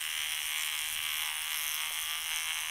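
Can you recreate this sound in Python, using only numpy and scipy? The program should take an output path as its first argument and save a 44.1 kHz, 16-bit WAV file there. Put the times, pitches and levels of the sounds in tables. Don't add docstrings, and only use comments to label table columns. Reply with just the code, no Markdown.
import sys
import numpy as np
from scipy import signal
from scipy.fft import rfft, irfft, next_fast_len
from scipy.io import wavfile
from scipy.ndimage import map_coordinates

SR = 44100
rng = np.random.default_rng(int(sys.argv[2]) if len(sys.argv) > 2 else 0)


def int16_out(signal):
    q = np.round(np.clip(np.atleast_2d(signal).T, -1, 1) * 32767)
    wavfile.write(sys.argv[1], SR, q.astype(np.int16))


N = 119070
TIME_S = np.arange(N) / SR

# time_s, cycles_per_s
BLADE_SPEED = [(0, 77.17), (0.5, 76.41), (1.1, 76.99), (1.75, 77.16), (1.95, 78.39), (2.15, 78.61),
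               (2.25, 80.84), (2.36, 79.0), (2.7, 79.13)]


def knife():
    # time_s, relative_db
    push_force = [(0.01, -33.8), (0.11, -37.0), (0.14, -31.1), (0.22, -29.7), (0.29, -34.0), (0.32, -28.7),
                  (0.42, -38.8), (0.45, -33.7), (0.63, -29.7), (0.79, -30.6), (0.92, -35.4), (0.97, -30.3),
                  (1.0, -37.1), (1.05, -29.1), (1.16, -32.1), (1.23, -29.2), (1.31, -35.6), (1.47, -32.2),
                  (1.52, -28.1), (1.6, -31.7), (1.8, -30.3), (1.83, -33.8), (2.08, -32.6), (2.11, -28.9),
                  (2.24, -36.1), (2.26, -30.9), (2.29, -36.0), (2.31, -30.6), (2.39, -30.8), (2.44, -35.3),
                  (2.49, -30.4), (2.54, -35.6), (2.59, -31.3), (2.68, -39.6)]
    pull_force = [(0.01, -30.7), (0.4, -29.4), (0.46, -32.3), (0.56, -27.7), (0.64, -31.2), (0.72, -29.7),
                  (0.95, -32.8), (1.0, -27.9), (1.03, -32.3), (1.06, -27.5), (1.08, -31.1), (1.19, -28.7),
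                  (1.21, -32.1), (1.29, -29.1), (1.32, -31.8), (1.68, -33.4), (1.73, -35.8), (1.83, -29.1),
                  (1.94, -35.8), (1.99, -29.7), (2.01, -38.3), (2.14, -29.8), (2.22, -37.1), (2.32, -28.6),
                  (2.44, -32.4), (2.52, -27.5), (2.54, -34.3), (2.57, -28.6), (2.6, -32.8), (2.69, -29.1)]
    # pitch_hz, push_gain_db, pull_gain_db
    blade_tone = [(3000, -32, -34), (4990, -14, -17.5), (5250, 2, -4), (6320, -1.5, 3.5), (7030, -4, -15.5),
                  (6900, -3, -9), (7680, -9, -23), (8020, 4, -5.5), (8680, 2.5, -12.5), (9590, 7, 8),
                  (10550, -9.5, 2.5), (10830, -5, 3.5), (11700, -8, -9), (12750, -3.5, -4), (13800, -8, 0),
                  (16100, -13, -7.5)]
    push_s, pull_s = stroke_ends()
    push_db, pull_db = at(push_force, push_s), at(pull_force, pull_s)
    housing = amp(-9) * housing_knocks(push_s, push_db, column=1)
    housing += amp(-8.5) * housing_knocks(pull_s, pull_db, column=2)
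    push_chatter = blade_chatter(push_s, 0.69 * (push_db - push_db.mean()))
    pull_chatter = blade_chatter(pull_s, -0.64 * (pull_db - pull_db.mean()))
    steel = amp(-45.5) * unit(colour(push_chatter, blade_tone, column=1))
    steel += amp(-45) * unit(colour(pull_chatter, blade_tone, column=2))
    return housing + hollow_ring(housing) + steel + blade_ring(push_chatter + pull_chatter)


def blade_cycles(first_push_s=.0081):
    return np.cumsum(at(BLADE_SPEED, TIME_S)) / SR - first_push_s * BLADE_SPEED[0][1]


def stroke_ends(push_jitter_s=.00003, pull_jitter_s=.00006):
    # time_s, share_of_cycle
    pull_delay = [(0.01, 0.446), (0.09, 0.317), (0.19, 0.292), (0.22, 0.39), (0.42, 0.416), (0.66, 0.345),
                  (0.92, 0.464), (0.95, 0.365), (1.05, 0.33), (1.39, 0.426), (1.52, 0.385), (1.6, 0.479),
                  (1.88, 0.407), (1.96, 0.483), (2.19, 0.455), (2.26, 0.581), (2.29, 0.479), (2.34, 0.544),
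                  (2.44, 0.523), (2.59, 0.458), (2.64, 0.575), (2.67, 0.538)]
    cycles = blade_cycles()
    count = int(cycles[-1]) + 1
    push_s = np.interp(np.arange(count), cycles, TIME_S)
    pull_s = push_s + at(pull_delay, push_s) / at(BLADE_SPEED, push_s)
    return (push_s + push_jitter_s * rng.standard_normal(count),
            pull_s + pull_jitter_s * rng.standard_normal(count))


def housing_knocks(times, force_db, column, rise_s=.00044, fade_s=.021, scatter_db=.73):
    # pitch_hz, push_gain_db, pull_gain_db
    housing_tone = [(255, -46.5, -52), (512, -40.5, -40.5), (816, -17, -13.5), (1157, -9, -10.5),
                    (1330, -19, -17.5), (1823, -10.5, -5), (2190, -2, -0.5), (2496, -8.5, -5),
                    (2860, -3, 1.5), (3338, 0, -1), (3580, -13, -16.5), (3964, -8, -20), (4410, -25.5, -32),
                    (6840, -39, -36.5)]
    t = TIME_S[:1024]
    rattle = amp(-60 * t / fade_s) * (1 - np.exp(-(t / rise_s) ** 2))
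    knocks = amp(-7) * contacts(len(times), len(t), likeness=.922) * rattle / np.linalg.norm(rattle)
    knocks[:, 0] += 1
    force = amp(force_db + scatter_db * rng.standard_normal(len(times)))
    blows = place(times, knocks * force[:, None])
    return np.sqrt(np.mean(force ** 2)) * unit(colour(blows, housing_tone, column))


def hollow_ring(knocks):
    # time_s, level_db
    levels = [(0, -64), (.9, -68), (1.25, -48), (1.6, -49), (1.85, -47.5), (2.15, -48.5), (2.35, -48),
              (2.7, -48)]
    # pitch_hz, fade_s (time to fall 60 dB), relative_db
    notes = [(924, 0.0092, 5), (1182, 0.013, -4.5)]
    dull_knocks = signal.sosfilt(signal.butter(4, 1400, fs=SR, output="sos"), knocks)
    ringing = sum(amp(db) * ring(dull_knocks, hz, fade_s) for hz, fade_s, db in notes)
    return amp(at(levels, TIME_S)) * unit(ringing)


def blade_chatter(times, force_db, width_s=.00029, fade_s=.011, scatter_db=1.35):
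    run_up_s, cluster_lead_s, tick_lead_s = .002, .00005, .0001847
    t = TIME_S[:1024] - run_up_s
    cluster = np.exp(-.5 * (t / width_s) ** 2)
    tail = (t > 0) * amp(-3 - 60 * abs(t) / fade_s) * (1 - np.exp(-abs(t) / width_s))
    tick = amp(13) * np.sinc((t + tick_lead_s) * SR)
    bursts = contacts(len(times), len(t), likeness=.7) * (cluster + tail) + tick
    force = amp(force_db + scatter_db * rng.standard_normal(len(times)))
    return place(times - run_up_s - cluster_lead_s, bursts * force[:, None])


def blade_ring(chatter):
    # pitch_hz, fade_s
    notes = [(6160, 0.0081), (7200, 0.011), (8600, 0.0033), (11100, .002)]
    # time_s, first_db, second_db, third_db, fourth_db
    levels = [(0, -78, -56, -40, -74), (.12, -70, -54, -67, -60), (.38, -59, -56.5, -47.5, -57),
              (.65, -58, -47.5, -62, -51), (.88, -63, -66, -45, -52), (1.15, -80, -65, -63, -45.5),
              (1.42, -69, -63, -50.5, -60), (1.57, -55, -60, -75, -41.5), (1.72, -53, -64, -67, -45),
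              (1.8, -54, -76, -54, -47.5), (2.22, -74, -81, -61, -54), (2.33, -50, -69, -50, -63),
              (2.7, -51, -62, -53.5, -78)]
    bright_chatter = np.gradient(np.gradient(chatter))
    return sum(amp(at(levels, TIME_S, column)) * ring(bright_chatter, hz, fade_s)
               for column, (hz, fade_s) in enumerate(notes, start=1))


def bark_scrape(swell_depth=.16):
    # time_s, level_db
    levels = [(0, -43), (.6, -42), (1.0, -42.5), (1.6, -42.5), (2.1, -44), (2.7, -46)]
    # pitch_hz, gain_db
    bark_tone = [(300, -25), (600, -18), (1000, -7.5), (2100, -3.5), (3200, 2), (4600, -16), (6000, -5.5),
                 (7300, -12), (9200, -4.5), (11000, -8.5), (15500, -9.5)]
    swell = 1 + swell_depth * np.cos(2 * np.pi * (blade_cycles() - .6))
    roughness = amp(0.5 * wobble(12) + 2.6 * wobble(900))
    rasp = swell * roughness * rng.standard_normal(N)
    return amp(at(levels, TIME_S)) * unit(colour(rasp, bark_tone))


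def woody_knock(start_s=1.903, rise_s=.0034, gain_db=-42.5):
    # pitch_hz, relative_db, fade_s
    notes = [(416, -11, 0.065), (600, -1.5, .05), (734, 1, 0.059), (1290, 4, 0.027)]
    t = np.maximum(TIME_S - start_s, 0)
    ringing = sum(amp(gain_db + db - 60 * t / fade_s) * np.sin(2 * np.pi * hz * t)
                  for hz, db, fade_s in notes)
    return (1 - np.exp(-t / rise_s)) * ringing


def handling_bump(peak_s=.99, width_s=.07, level_db=-63.5):
    # pitch_hz, gain_db
    bump_tone = [(20, -30), (45, -16), (85, 0), (170, -6.5), (500, -45)]
    swell = np.exp(-.5 * ((TIME_S - peak_s) / width_s) ** 2)
    return amp(level_db) * swell * unit(colour(rng.standard_normal(N), bump_tone))


def outdoor_rumble():
    # time_s, level_db
    levels = [(0, -64), (.25, -62.5), (.45, -64.5), (.8, -60), (1.1, -61), (1.35, -67.5), (1.65, -61.5),
              (1.95, -63.5), (2.15, -64.5), (2.7, -63)]
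    # pitch_hz, gain_db
    rumble_tone = [(15, 2), (30, -1), (48, 1.5), (70, -3.5), (110, -13), (200, -14), (350, -21.5),
                   (700, -27.5), (3000, -34)]
    level_db = at(levels, TIME_S) + 1.2 * wobble(5.1)
    return amp(level_db) * unit(colour(rng.standard_normal(N), rumble_tone))


def amp(db):
    return 10 ** (np.asarray(db) / 20)


def unit(x):
    return x / np.sqrt(np.mean(x ** 2) + 1e-20)


def at(table, times, column=1):
    table = np.asarray(table)
    return np.interp(times, table[:, 0], table[:, column])


def wobble(rate):
    points = rng.standard_normal(int(N * rate / SR) + 4)
    return map_coordinates(points, [TIME_S * rate])


def colour(x, tone, column=1):
    size, tone = 2 * next_fast_len(N), np.asarray(tone)
    hz = np.fft.rfftfreq(size, 1 / SR)
    gain = amp(np.interp(np.log(hz + 1), np.log(tone[:, 0]), tone[:, column]))
    cepstrum = irfft(np.log(gain), size)
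    cepstrum[1:size // 2] *= 2
    cepstrum[size // 2 + 1:] = 0
    return irfft(rfft(x, size) * np.exp(rfft(cepstrum)), size)[:N]


def contacts(count, size, likeness):
    noise = rng.standard_normal((count + 1, size))
    fresh_share = np.sqrt(1 - likeness ** 2)
    return signal.lfilter([fresh_share], [1, -likeness], noise[1:], axis=0, zi=likeness * noise[:1])[0]


def place(times, bursts):
    start, size = np.floor(times * SR), bursts.shape[1]
    fraction = (times * SR - start)[:, None]
    shifted = irfft(rfft(bursts) * np.exp(-2j * np.pi * np.fft.rfftfreq(size) * fraction), size)
    where = np.clip(start.astype(int)[:, None] + np.arange(size), 0, N)
    return np.bincount(where.ravel(), shifted.ravel(), N + 1)[:N]


def ring(hits, hz, fade_s):
    t = TIME_S[:1024]
    note = np.sin(2 * np.pi * hz * t) * amp(-60 * t / fade_s)
    return unit(signal.fftconvolve(hits, note)[:N])


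def scene():
    return (knife() + bark_scrape() + outdoor_rumble() + handling_bump() + woody_knock())[None]


def record(dry):
    size, top_hz = 2 * next_fast_len(N), 15650
    below_top = np.fft.rfftfreq(size, 1 / SR) < top_hz
    return irfft(rfft(dry, size) * below_top, size)[:, :N]


dry = scene()
out = record(dry)
int16_out(out)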